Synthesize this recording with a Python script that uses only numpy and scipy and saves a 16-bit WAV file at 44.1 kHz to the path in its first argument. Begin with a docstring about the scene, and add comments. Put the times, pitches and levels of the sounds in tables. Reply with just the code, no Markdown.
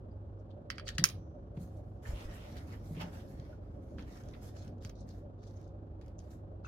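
"""Bolt-action rifle handled on carpet

In a small room a magazine is fitted: metal contacts ring, the latch snaps and a spring sings on.
The shooter lies down behind the stock: elbows bump, sleeves rub, fittings scrape and tick.
A fan hums faintly, and a housing resonance whirrs in throbs."""
import sys
import numpy as np
from scipy import signal
from scipy.fft import rfft
from scipy.io import wavfile
from scipy.ndimage import uniform_filter1d

SR = 44100
rng = np.random.default_rng(int(sys.argv[2]) if len(sys.argv) > 2 else 0)


def int16_out(signal):
    """Quantize to a 16-bit WAV file."""
    q = np.round(np.clip(np.atleast_2d(signal).T, -1, 1) * 32767)
    wavfile.write(sys.argv[1], SR, q.astype(np.int16))


N = 294147
TIME = np.arange(N) / SR
FREQS = np.fft.rfftfreq(N, 1 / SR)


def undb(db):
    """Decibels to gain."""
    return 10 ** (np.asarray(db) / 20)


def unit(x):
    """Scale to rms 1."""
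    return x / np.sqrt(np.mean(x ** 2) + 1e-20)


def decay(t, t60):
    """Exponential fall, 60 dB in t60."""
    return np.exp(-np.log(1000) * t / t60)


def at_hz(points, hz):
    """Interpolate (frequency [Hz], value) points on a log axis."""
    freqs, values = np.transpose(points)
    return np.interp(np.log(np.maximum(hz, 1)), np.log(freqs), values)


def colour(x, points):
    """Filter by (frequency [Hz], gain [dB]) points."""
    return np.fft.irfft(rfft(x) * undb(at_hz(points, FREQS)), N)


def band(x, lo, hi, order=3):
    """Causal band-pass."""
    return signal.sosfilt(signal.butter(order, [lo, hi], "band", fs=SR, output="sos"), x)


def walk(rate_hz):
    """Smooth random drift, rms 1."""
    step = int(SR / rate_hz)
    held = np.repeat(rng.standard_normal(N // step + 2), step)
    return unit(uniform_filter1d(held, step)[:N])


def pan(db):
    """Channel gains for a left-minus-right level."""
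    return undb(np.array([[db], [-db]]) / 2)


def add(out, start_s, sound):
    """Mix a sound in at start_s."""
    i = min(max(int(start_s * SR), 0), N - 1)
    out[:, i:i + sound.shape[-1]] += sound[..., :N - i]


def catches(rate_hz, spread_db=0):
    """Tiny random impacts of uneven size, independent per channel."""
    hit = rng.random((2, N)) < rate_hz / SR
    size = undb(spread_db * np.minimum(rng.exponential(size=(2, N)), 5))
    return unit(hit * size * rng.standard_normal((2, N)))


# left-right likeness: (frequency [Hz], correlation)
CORRELATION = [(60, 1), (130, 0.94), (290, 0.93), (640, 0.28), (1300, -0.41), (3000, -0.21), (16000, -0.9)]


def diffuse(pair):
    """Diffuse field from two independent signals: alike in the bass, partly opposed in the treble."""
    likeness = at_hz(CORRELATION, FREQS)
    mid, side = rfft(pair) * np.sqrt([1 + likeness, 1 - likeness])
    return unit(np.fft.irfft(np.array([mid + side, mid - side]), N))


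# room decay: (frequency [Hz], t60 [s])
ROOM_T60 = [(150, 1), (1200, 0.21), (3400, 0.24), (6500, 0.12), (12500, 0.19)]
# early echoes: (delay [s], level [dB])
ECHOES = [(.0052, -12.5), (.0068, -17.5), (0.0118, -19), (0.014, -14), (.019, -22.5)]


def room(x, tail_db=-10, build_s=0.0012, scatter_s=0.00063):
    """Reflections only: echoes smeared by uneven surfaces, then a short diffuse tail."""
    t = np.arange(SR // 2) / SR
    edges_hz = np.geomspace(100, 17000, 9)
    tail = 0
    for lo, hi in zip(edges_hz, edges_hz[1:]):
        t60 = at_hz(ROOM_T60, np.sqrt(lo * hi))
        tail += band(rng.standard_normal((2, len(t))), lo, hi) * decay(t, t60)
    response = undb(tail_db) * unit(tail * (1 - np.exp(-t / build_s)))
    for delay_s, db in ECHOES:
        smear = unit(rng.standard_normal((2, len(t))) * np.exp(-t / scatter_s))
        response += undb(db) * np.roll(smear, int(delay_s * SR), axis=1)
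    return signal.fftconvolve(x, response / np.sqrt(len(t)), axes=1)[:, :N]


# fan tones: (multiple of the turn rate, level [dB])
FAN_LINES = [(2, -57.5), (3, -58), (4, -53.5), (5, -64), (6.68, -66), (8, -75), (13, -69), (16, -78),
             (22, -68.5), (29.6, -76.5)]
# air rush spectrum: (frequency [Hz], gain [dB])
AIR_SHAPE = [(20, -33), (38, -10), (62, 1), (100, -1), (135, -7.5), (165, -12.5), (200, -10.5), (320, -12),
             (390, -14), (600, -20), (790, -22.5), (960, -29), (1300, -32), (1700, -40.5), (2050, -49),
             (3200, -51), (16000, -74.5)]


def fan(turn_hz=24.575, drift=0.002, waver_db=2.5, air_db=-50, throb_depth=0.21):
    """Wavering rotor tones over a low rush of air that throbs once a turn."""
    turn = 2 * np.pi * np.cumsum(turn_hz * (1 + drift * walk(1.5))) / SR
    hum = 0
    for multiple, db in FAN_LINES:
        amplitude = np.sqrt(2) * undb(db + waver_db * walk(5))
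        hum += amplitude * np.sin(multiple * turn + 2 * np.pi * rng.random())
    rush = diffuse(colour(rng.standard_normal((2, N)), AIR_SHAPE))
    rush *= 1 + throb_depth * np.sin(turn)
    return hum * pan(-1.8) + undb(air_db) * rush * pan(-0.29)


# whirr surges: (time [s], level [dB])
SURGES = [(.58, -55), (.67, -55), (.85, -52.5), (1.37, -53), (1.54, -56), (1.79, -54), (2.13, -53.5),
          (2.3, -57), (2.47, -53.5), (3.07, -53), (3.25, -56.5), (3.51, -53.5), (3.61, -56), (3.78, -56.5),
          (3.93, -55.5), (4.28, -55.5), (4.56, -56.5), (4.72, -57.5), (5.05, -55.5), (5.25, -54.5),
          (5.75, -57.5), (6.53, -55.5)]


def whirr(pitch_hz=578, lift_hz=45, wander_hz=16, throb_hz=11.61, first_s=0.064, surge_s=0.04):
    """A housing resonance stirred in regular throbs, each lifting its pitch; the level surges at times."""
    throb = ((1 + np.cos(2 * np.pi * throb_hz * (TIME - first_s))) / 2) ** 1.5
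    level = undb(-62 + 2.5 * np.tanh(walk(throb_hz))) * throb
    for time_s, db in SURGES:
        surge = undb(db) * np.exp(-2 * ((TIME - time_s) / surge_s) ** 2)
        level = np.maximum(level, surge)
    hz = pitch_hz + lift_hz * (throb - 0.5) + wander_hz * np.array([walk(70), walk(70)])
    tone = diffuse(np.sin(2 * np.pi * np.cumsum(hz, axis=1) / SR))
    flutter = diffuse(band(rng.standard_normal((2, N)), 510, 650, order=2))
    return unit(tone + undb(-4) * flutter) * level * pan(-0.33)


# body rumble envelope: (time [s], level [dB])
RUMBLE_LEVEL = [(.4, -65), (.9, -56.5), (1.9, -62.5), (2.3, -53), (3.2, -54), (3.6, -56), (3.9, -51),
                (4.4, -54.5), (5.199, -58), (6, -72)]
# body rumble spectrum: (frequency [Hz], gain [dB])
RUMBLE_SHAPE = [(30, -13.5), (90, 0), (160, -4), (250, -3.5), (450, -15), (900, -33.5), (2000, -70.5)]


def body_rumble(waver_db=2.5):
    """Weight shifting on the floor: dull, uneven noise."""
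    times_s, levels_db = np.transpose(RUMBLE_LEVEL)
    rumble = diffuse(colour(rng.standard_normal((2, N)), RUMBLE_SHAPE))
    return rumble * undb(np.interp(TIME, times_s, levels_db) + waver_db * walk(12))


# stock and elbows on the floor: (time [s], frequency [Hz], level [dB], t60 [s])
BUMPS = [(0.95, 75.2, -36, 0.1), (.988, 149.1, -27.5, 0.13), (1.019, 161, -26.5, 0.095),
         (1.146, 93.5, -36, 0.084), (1.573, 149.2, -28, 0.039), (1.603, 172, -36.5, 0.15),
         (2.089, 63, -29.5, 0.14), (2.132, 50, -29.5, 0.12), (2.252, 33.6, -37, 0.3),
         (2.908, 155.2, -35, 0.2), (2.969, 161, -36, 0.26), (3.029, 170.5, -36, 0.19),
         (3.392, 99.2, -32, 0.074), (4.852, 91, -34, .06)]


def bumps(rise_s=0.0029, thud_db=-13):
    """Padded blows: a low damped swing plus a noise thud."""
    out = np.zeros((2, N))
    t = np.arange(SR // 2) / SR
    for time_s, hz, db, t60 in BUMPS:
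        envelope = (1 - np.exp(-(t / rise_s) ** 2)) * decay(t, t60)
        thud = unit(band(rng.standard_normal(len(t)), hz, 2.09 * hz, order=2))
        blow = np.sin(2 * np.pi * hz * t) + undb(thud_db) * thud
        add(out, time_s, undb(db) * envelope / envelope.max() * blow)
    return out


def stroke(start_s, length_s, attack_s, release_s=0.03):
    """Envelope of one movement: attack, hold, release."""
    age = TIME - start_s
    attack = np.sin(np.pi / 2 * np.clip(age / attack_s, 0, 1)) ** 2
    return attack * np.exp(-np.maximum(age - length_s, 0) / release_s)


def folds(x, depth_db=2.5):
    """Moving folds shift the colour: patches about 300 Hz by 0.1 s swell and fade."""
    _, _, spectrum = signal.stft(x, nperseg=512)
    patches = uniform_filter1d(rng.standard_normal(spectrum.shape[1:]), size=4, axis=0)
    patches = uniform_filter1d(patches, size=15, axis=1)
    gain = unit(undb(depth_db * unit(patches)))
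    return signal.istft(spectrum * gain, nperseg=512)[1][:, :N]


# sleeves and body on carpet: (start [s], length [s], level [dB], brightness [dB])
SLIDES = [(1.531, 0.26, -81, 6), (1.582, 0.049, -75, 16.5), (1.803, 0.32, -87, 4), (2.009, 0.091, -67.5, 5),
          (2.047, 0.061, -59, 4.5), (2.13, 0.13, -62, 2.5), (2.265, 0.34, -63, -1),
          (2.31, 0.041, -73.5, 15), (2.598, 0.76, -74.5, 3.5), (2.653, 0.085, -65, 1),
          (2.817, 0.12, -80, 18), (2.925, 0.14, -64.5, -2), (2.983, 0.034, -50, -8),
          (3.105, 0.099, -65.5, 2), (3.26, 0.054, -75, 10.5), (3.351, 0.19, -72.5, -2.5),
          (3.584, 0.25, -82, -2.5), (3.804, 0.39, -81.5, 5), (3.963, 0.044, -62, -7.5),
          (4.052, 0.16, -67, 1.5), (4.22, 0.18, -71.5, 1), (4.4, 0.083, -66, 7), (4.526, 0.15, -69.5, -1.5),
          (4.803, 0.07, -72.5, 6), (5.048, 0.13, -77, 5), (5.432, 0.18, -79.5, 0), (6.002, 0.094, -79, -3),
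          (6.181, 0.14, -80, 3.5), (6.288, 0.029, -70, 9)]
# cheek and hand on the stock: (start [s], length [s], level [dB])
DRAGS = [(3.365, 0.096, -81.5), (4.114, 0.066, -71), (4.26, 0.032, -72.5), (4.424, 0.051, -67),
         (4.552, 0.077, -64), (4.801, 0.051, -68.5), (4.938, 0.083, -78), (5.07, 0.041, -70),
         (5.144, 0.039, -84), (5.37, 0.057, -84), (5.406, 0.076, -77.5), (5.464, 0.03, -76),
         (5.525, 0.15, -81.5), (6.182, 0.031, -75.5)]
# friction spectra: (frequency [Hz], gain [dB])
RUB_SHAPE = [(200, -1), (500, 9), (900, 8), (1600, 5), (2200, 0.5), (2700, -5), (3100, -2.5), (3800, -9.5),
             (5500, -5), (8000, -34), (15000, -38)]
RASP_SHAPE = [(2000, -20.5), (2900, -14.5), (3600, 0.5), (4900, -0.5), (5600, -0.5), (6450, -0.5),
              (7100, -13), (7700, -10), (8400, -25), (10100, -15), (11500, -25), (15000, -29)]
HISS_SHAPE = [(4000, -26), (6500, 2.5), (7600, 1), (8400, -3), (9300, -0.5), (11000, -1.5), (12500, -1),
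              (14500, -3), (16000, -14)]


def cloth(rub_db=3.5, rasp_db=-10.5, hiss_db=-9.5, snag_db=-15, slip_db=-9):
    """Fibres catch and let go in jerks: broad rub, grainy rasp, fine hiss. Skin only rasps."""
    power = np.zeros((3, N))  # rub, rasp, hiss
    for start_s, length_s, db, bright_db in SLIDES:
        gains = undb(db + np.array([rub_db, rasp_db + 0.74 * bright_db, hiss_db + bright_db]))
        power += np.outer(gains, stroke(start_s, length_s, attack_s=0.036)) ** 2
    for start_s, length_s, db in DRAGS:
        power[1] += (undb(db) * stroke(start_s, length_s, attack_s=0.021)) ** 2
    rub_gain, rasp_gain, hiss_gain = np.sqrt(power)
    rub = diffuse(colour(catches(5000, spread_db=0.5), RUB_SHAPE)) * pan(-3)
    rasp = unit(colour(catches(1500), RASP_SHAPE)) * pan(0.7)
    hiss = unit(colour(catches(11000), HISS_SHAPE)) * pan(0.8)
    thread_snags = unit(band(catches(160, spread_db=1.5), 1300, 4040, order=2))
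    rub += undb(snag_db) * thread_snags
    skin_slips = catches(77, spread_db=1.6)
    skin_slips = skin_slips + skin_slips[::-1] / 2  # half strength in the far channel
    rasp = unit(rasp + undb(slip_db) * unit(colour(skin_slips, RASP_SHAPE)))
    jerks, rasp_jerks = undb(1.3 * walk(45)), undb(2.5 * walk(60))
    return (rub * rub_gain + hiss * hiss_gain) * jerks + rasp * rasp_gain * rasp_jerks


# scrapes, and brief pitched rings of the metal clicks:
# (midpoint [s], length [s], level [dB], centre [Hz], width [Hz])
SCRAPES_AND_RINGS = [(0.117, 0.022, -80.5, 4760, 500), (0.399, 0.025, -82.5, 5600, 2200),
                     (0.511, 0.023, -70, 3380, 1400), (0.703, 0.0033, -33, 1820, 545.4),
                     (0.7034, 0.004, -40, 4900, 800), (0.758, 0.014, -69, 5320, 2500),
                     (0.782, 0.028, -65, 4800, 1100), (0.863, 0.029, -68, 5000, 5000),
                     (0.871, 0.022, -53, 4500, 400), (0.876, .003, -48, 4500, 500),
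                     (0.8814, 0.0035, -42.5, 3140, 600), (.8818, .003, -44, 4500, 499),
                     (0.887, 0.04, -48, 3820, 3220), (0.8901, 0.0026, -47.5, 6016, 1200),
                     (0.8915, 0.006, -40.5, 1661, 301.3), (0.952, 0.026, -63.5, 4519, 3056),
                     (0.983, 0.0062, -34.5, 1900, 298), (1.573, 0.013, -63.5, 2137, 2020),
                     (1.772, 0.03, -76.5, 7140, 7890), (2.059, 0.019, -51, 1740, 496),
                     (2.186, 0.14, -60, 2850, 1110), (2.402, 0.2, -65, 2820, 994),
                     (2.579, 0.034, -61, 4260, 2770), (2.733, 0.05, -59.5, 1880, 700),
                     (2.976, 0.051, -59, 2650, 974), (3.016, 0.041, -49, 2850, 800),
                     (3.04, .08, -58, 724, 302), (3.154, 0.015, -64, 2690, 506),
                     (3.206, 0.055, -69, 3320, 1190), (3.533, 0.019, -62.5, 1480, 301.8),
                     (4.341, 0.025, -62, 2140, 607), (4.341, 0.016, -64, 3600, 700),
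                     (4.61, 0.053, -79, 6330, 1095), (4.856, 0.041, -69, 1910, 1218),
                     (5.009, 0.019, -67.5, 6320, 2500), (5.11, 0.027, -69, 4540, 1507),
                     (5.475, 0.023, -68.5, 5020, 3500), (5.475, 0.056, -77.5, 6430, 703),
                     (5.57, 0.043, -74, 6320, 698), (5.678, .012, -75.5, 5530, 2995),
                     (6.019, 0.023, -72, 3310, 3500), (6.187, 0.011, -67, 6400, 1200),
                     (6.648, 0.005, -44.5, 1356, 197.6), (6.656, 0.012, -56.5, 2620, 200),
                     (6.656, 0.038, -67.5, 3900, 2790), (6.658, 0.016, -64, 6200, 404),
                     (6.667, 0.0058, -49.5, 1370, 300)]


def scrapes_and_rings():
    """Fine impacts excite one resonance of a rubbed or struck part; it swells and fades."""
    out = np.zeros((2, N))
    grains = catches(3200, spread_db=2)
    for mid_s, length_s, db, hz, width_hz in SCRAPES_AND_RINGS:
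        t = np.arange(-length_s, length_s, 1 / SR)
        drive = np.roll(grains, -int(mid_s * SR), axis=1)[:, :len(t)]
        b, a = signal.iirpeak(hz, hz / (1.1 * width_hz), fs=SR)
        ring = signal.lfilter(b, a, signal.lfilter(b, a, drive))
        swell = np.exp(-2 * (2 * t / length_s) ** 2)
        swell_rms = np.sqrt(np.mean(swell ** 2))
        add(out, mid_s - length_s, undb(db) * swell_rms * unit(ring * swell))
    return out


def spring(latch_s=1.04, level_db=-70.5, centre_hz=5900, width_hz=700.5, t60_s=0.9):
    """Dense modes of the magazine spring, as a noise band, ring on after the latch snaps."""
    age = np.maximum(TIME - latch_s, 0)
    lo, hi = centre_hz - width_hz / 2, centre_hz + width_hz / 2
    coils = unit(band(rng.standard_normal((2, N)), lo, hi, order=2))
    return undb(level_db) * coils * (age > 0) * decay(age, t60_s)


# rifle resonances: (frequency [Hz], relative level [dB], t60 [s])
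RIFLE_MODES = [(1200, -3.5, .014), (1260, 0, 0.018), (1340, 3, 0.027), (1514, 4, 0.017), (1540, 2, 0.012),
               (1620, -0.5, 0.036), (1827, -2.5, 0.058), (2090, -7, 0.04), (2370, -1.5, 0.0068),
               (2635, -0.5, 0.03), (2900, 8, 0.013), (3100, -1, 0.046), (3240, -2.5, 0.054),
               (3740, -3, 0.011), (4040, 1, 0.025), (4640, -0.5, 0.074), (4880, 1.5, .03),
               (5205, -7.5, 0.019), (5457, 3.5, 0.045), (5700, -1, .016), (6130, 7.5, 0.025),
               (6300, -5.5, 0.0059), (7470, 2, 0.014), (8600, -2, 0.016), (8770, 1.5, .014),
               (10130, -1, 0.019), (10780, -3.5, 0.016), (11900, -3, .016), (12300, -0.5, 0.02),
               (14600, -1.5, 0.012), (15800, -2, .01)]
# limits of the stock, receiver, latch, crack and top bands: (frequency [Hz])
BAND_EDGES = [1050, 2300, 5000, 6800, 10500, 16000]


def click(levels_db, ring_db, burst_s, stretch, rise_s=0.00028, stereo_spread=0.78):
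    """One contact: a burst of micro-impacts plus ringing modes, levelled band by band."""
    t = np.arange(1536) / SR
    attack = t < 0.004
    onset = 1 - np.exp(-t / (stretch * rise_s))
    ring_gains = undb(ring_db + np.array([0, 0, -6, -9, -9]))  # upper bands ring less
    out = 0
    for lo, hi, db, ring_gain in zip(BAND_EDGES, BAND_EDGES[1:], levels_db, ring_gains):
        ring = np.zeros((2, len(t)))
        for hz, mode_db, t60 in RIFLE_MODES:
            # each contact point weights and bends the modes differently
            detune, strength, left, right = rng.standard_normal(4)
            if lo <= hz < hi:
                pitch_hz = hz * (1 + 0.004 * detune)
                phase = 2 * np.pi * pitch_hz * t + stereo_spread * np.array([[left], [right]])
                ring += undb(mode_db + 2.5 * strength) * np.sin(phase) * decay(t, t60)
        grit = rng.standard_normal(len(t)) + stereo_spread * rng.standard_normal((2, len(t)))
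        burst = band(grit * np.exp(-t / (stretch * burst_s)), lo, hi)
        part = onset * (burst / np.std(burst[:, attack]) + ring_gain * ring / np.std(ring[:, attack]))
        out += undb(db) * part / np.std(part[:, attack])
    return out


# metal contacts: (time [s], receiver level [dB], stock, latch, crack, top [dB re receiver],
# left minus right [dB])
CONTACTS = [(0.7018, -40, 1, -6.5, -16.5, -16, -2), (.708, -56, -0.5, 4, -3, -14, 0),
            (0.7819, -48, 5.5, -10, -14.5, -32, -5), (0.7968, -49, 3, -18, -20, -25, -1),
            (0.871, -56.5, 4.5, -11, -20, -20, -4), (.875, -53, 1, -11, -16, -20, 0),
            (0.88, -43.5, -16.5, -1, -18, -21, -3), (0.889, -44.5, 0, -1.5, -8.5, -15.5, -2.5),
            (0.9825, -32.5, -6, -4, -10.5, -17, -0.5), (.9885, -51, 1.5, -1, -8, -12, 3),
            (0.9955, -52, 0, 0, -12, -14, -4), (1.0397, -28.5, 2.5, 11.5, 0, -1, -3.5),
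            (1.0410, -39, -5, 2.5, -1, 3, 7), (1.0450, -36, -5, -4, -10, -5, -8),
            (1.0534, -39.5, -9.5, 0, -2, -3, 1), (1.0885, -53.5, -16, 12, -1, -5, 2),
            (1.0988, -51.5, -11, -1, -5, -12, -1), (2.5683, -59.5, 2.5, -8, -5, -5, 1),
            (3.0137, -57.5, -2, -18, -8.5, -2.5, -5), (3.3983, -64, -3.5, -6, -22, -23.5, -2),
            (3.984, -62, 9.5, -15.5, -24, -22.5, 0.5), (3.993, -62, 7.5, -15, -19, -23, -0.5),
            (4.024, -71, 4, 2.5, -6.5, -11, 3), (4.159, -71, 2, 2, -7.5, -12, 0),
            (4.175, -67, 7, 1, -14.5, -16, -2), (4.204, -76, 1, 1, -10, -13.5, -1.5),
            (4.236, -72, -1, 4, -10, -15.5, -2), (4.287, -72, -1, 8, 0, -13, 0.5),
            (4.336, -66.5, 4, -14, -22, -23, 3.5), (4.349, -69, 10, -16.5, -19.5, -17, -1),
            (4.5574, -76.5, 2, -0.5, -7.5, -13, 0), (4.5657, -64.5, 3, -6, -9, -15.5, 2),
            (4.648, -71, -8, 0, -1, -6, 5), (4.679, -66.5, -10.5, 0.5, -8.5, -10, -1.5),
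            (4.782, -81, -1.5, -0.5, -7.5, -7.5, 0), (4.8238, -67.5, -5, -2.5, -12, -15, 1),
            (4.833, -70, 2, -1, -8.5, -7.5, 0.5), (4.8486, -54, -3, 1.5, -9, -11, -1),
            (4.8945, -61.5, -3, 0, -12, -10, 2), (4.897, -62.5, 0.5, 3, -11, -8, -4),
            (5.0897, -72, -1, 10, 0, -8, 3.5), (5.4314, -72.5, 6, 1, -12, -13, -1.5),
            (5.437, -72.5, 1.5, 3, -11, -13, 2), (5.572, -76.5, -7, 3.5, -7.5, -10, 0),
            (5.6145, -78.5, 0.5, 2, 0, -3, -1), (6.013, -70.5, 3, -4, -11.5, -15.5, 0),
            (6.062, -76, -2.5, 0.5, -2.5, -7, -0.5), (6.081, -72.5, -8.5, -2, -7.5, -9.5, 0.5),
            (6.1905, -70.5, -7, 14, -3, -13.5, 0), (6.2013, -74, -1.5, 3, -2.5, -11.5, 0),
            (6.242, -83.5, -2.5, 1.5, -1.5, -8.5, 2)]


def rifle(ring_db, burst_s, stretch_above_db=-30.5, low_cut_hz=1080):
    """Metal parts knock together in short ringing clicks; small parts radiate no bass."""
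    out = np.zeros((2, N))
    for time_s, db, stock_db, latch_db, crack_db, top_db, pan_db in CONTACTS:
        stretch = np.clip(undb(0.3 * (db - stretch_above_db)), 1, 2)
        levels_db = db + np.array([stock_db, 0, latch_db, crack_db, top_db])
        add(out, time_s, pan(pan_db) * click(levels_db, ring_db, burst_s, stretch))
    out[1] = np.roll(out[1], 2)  # reaches the right channel later
    return signal.sosfilt(signal.butter(5, low_cut_hz, "high", fs=SR, output="sos"), out)


# rifle sound fed to the reflections, dipping at 7-8 kHz: (frequency [Hz], gain [dB])
ROOM_SEND = [(1100, -4), (2000, -4), (3100, -1), (4500, -2.5), (5800, -5), (7000, -8), (9000, -1),
             (15000, -2.5)]


def scene():
    """Rifle and handling noise with their reflections, over bumps, rumble and the fan."""
    handling = scrapes_and_rings() + folds(cloth())
    # the room hears all sides of the rifle at once, which evens out its modes
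    all_sides = colour(rifle(ring_db=-7, burst_s=0.00089), ROOM_SEND)
    reflected = room(all_sides + handling)
    direct = rifle(ring_db=1.5, burst_s=0.00079) + spring() + handling
    return direct + reflected + bumps() + body_rumble() + fan() + whirr()


def record(dry, top_hz=15900):
    """The phone's steep low-pass."""
    return signal.sosfilt(signal.ellip(8, 0.2, 70, top_hz, fs=SR, output="sos"), dry)


dry = scene()
out = record(dry)
int16_out(out)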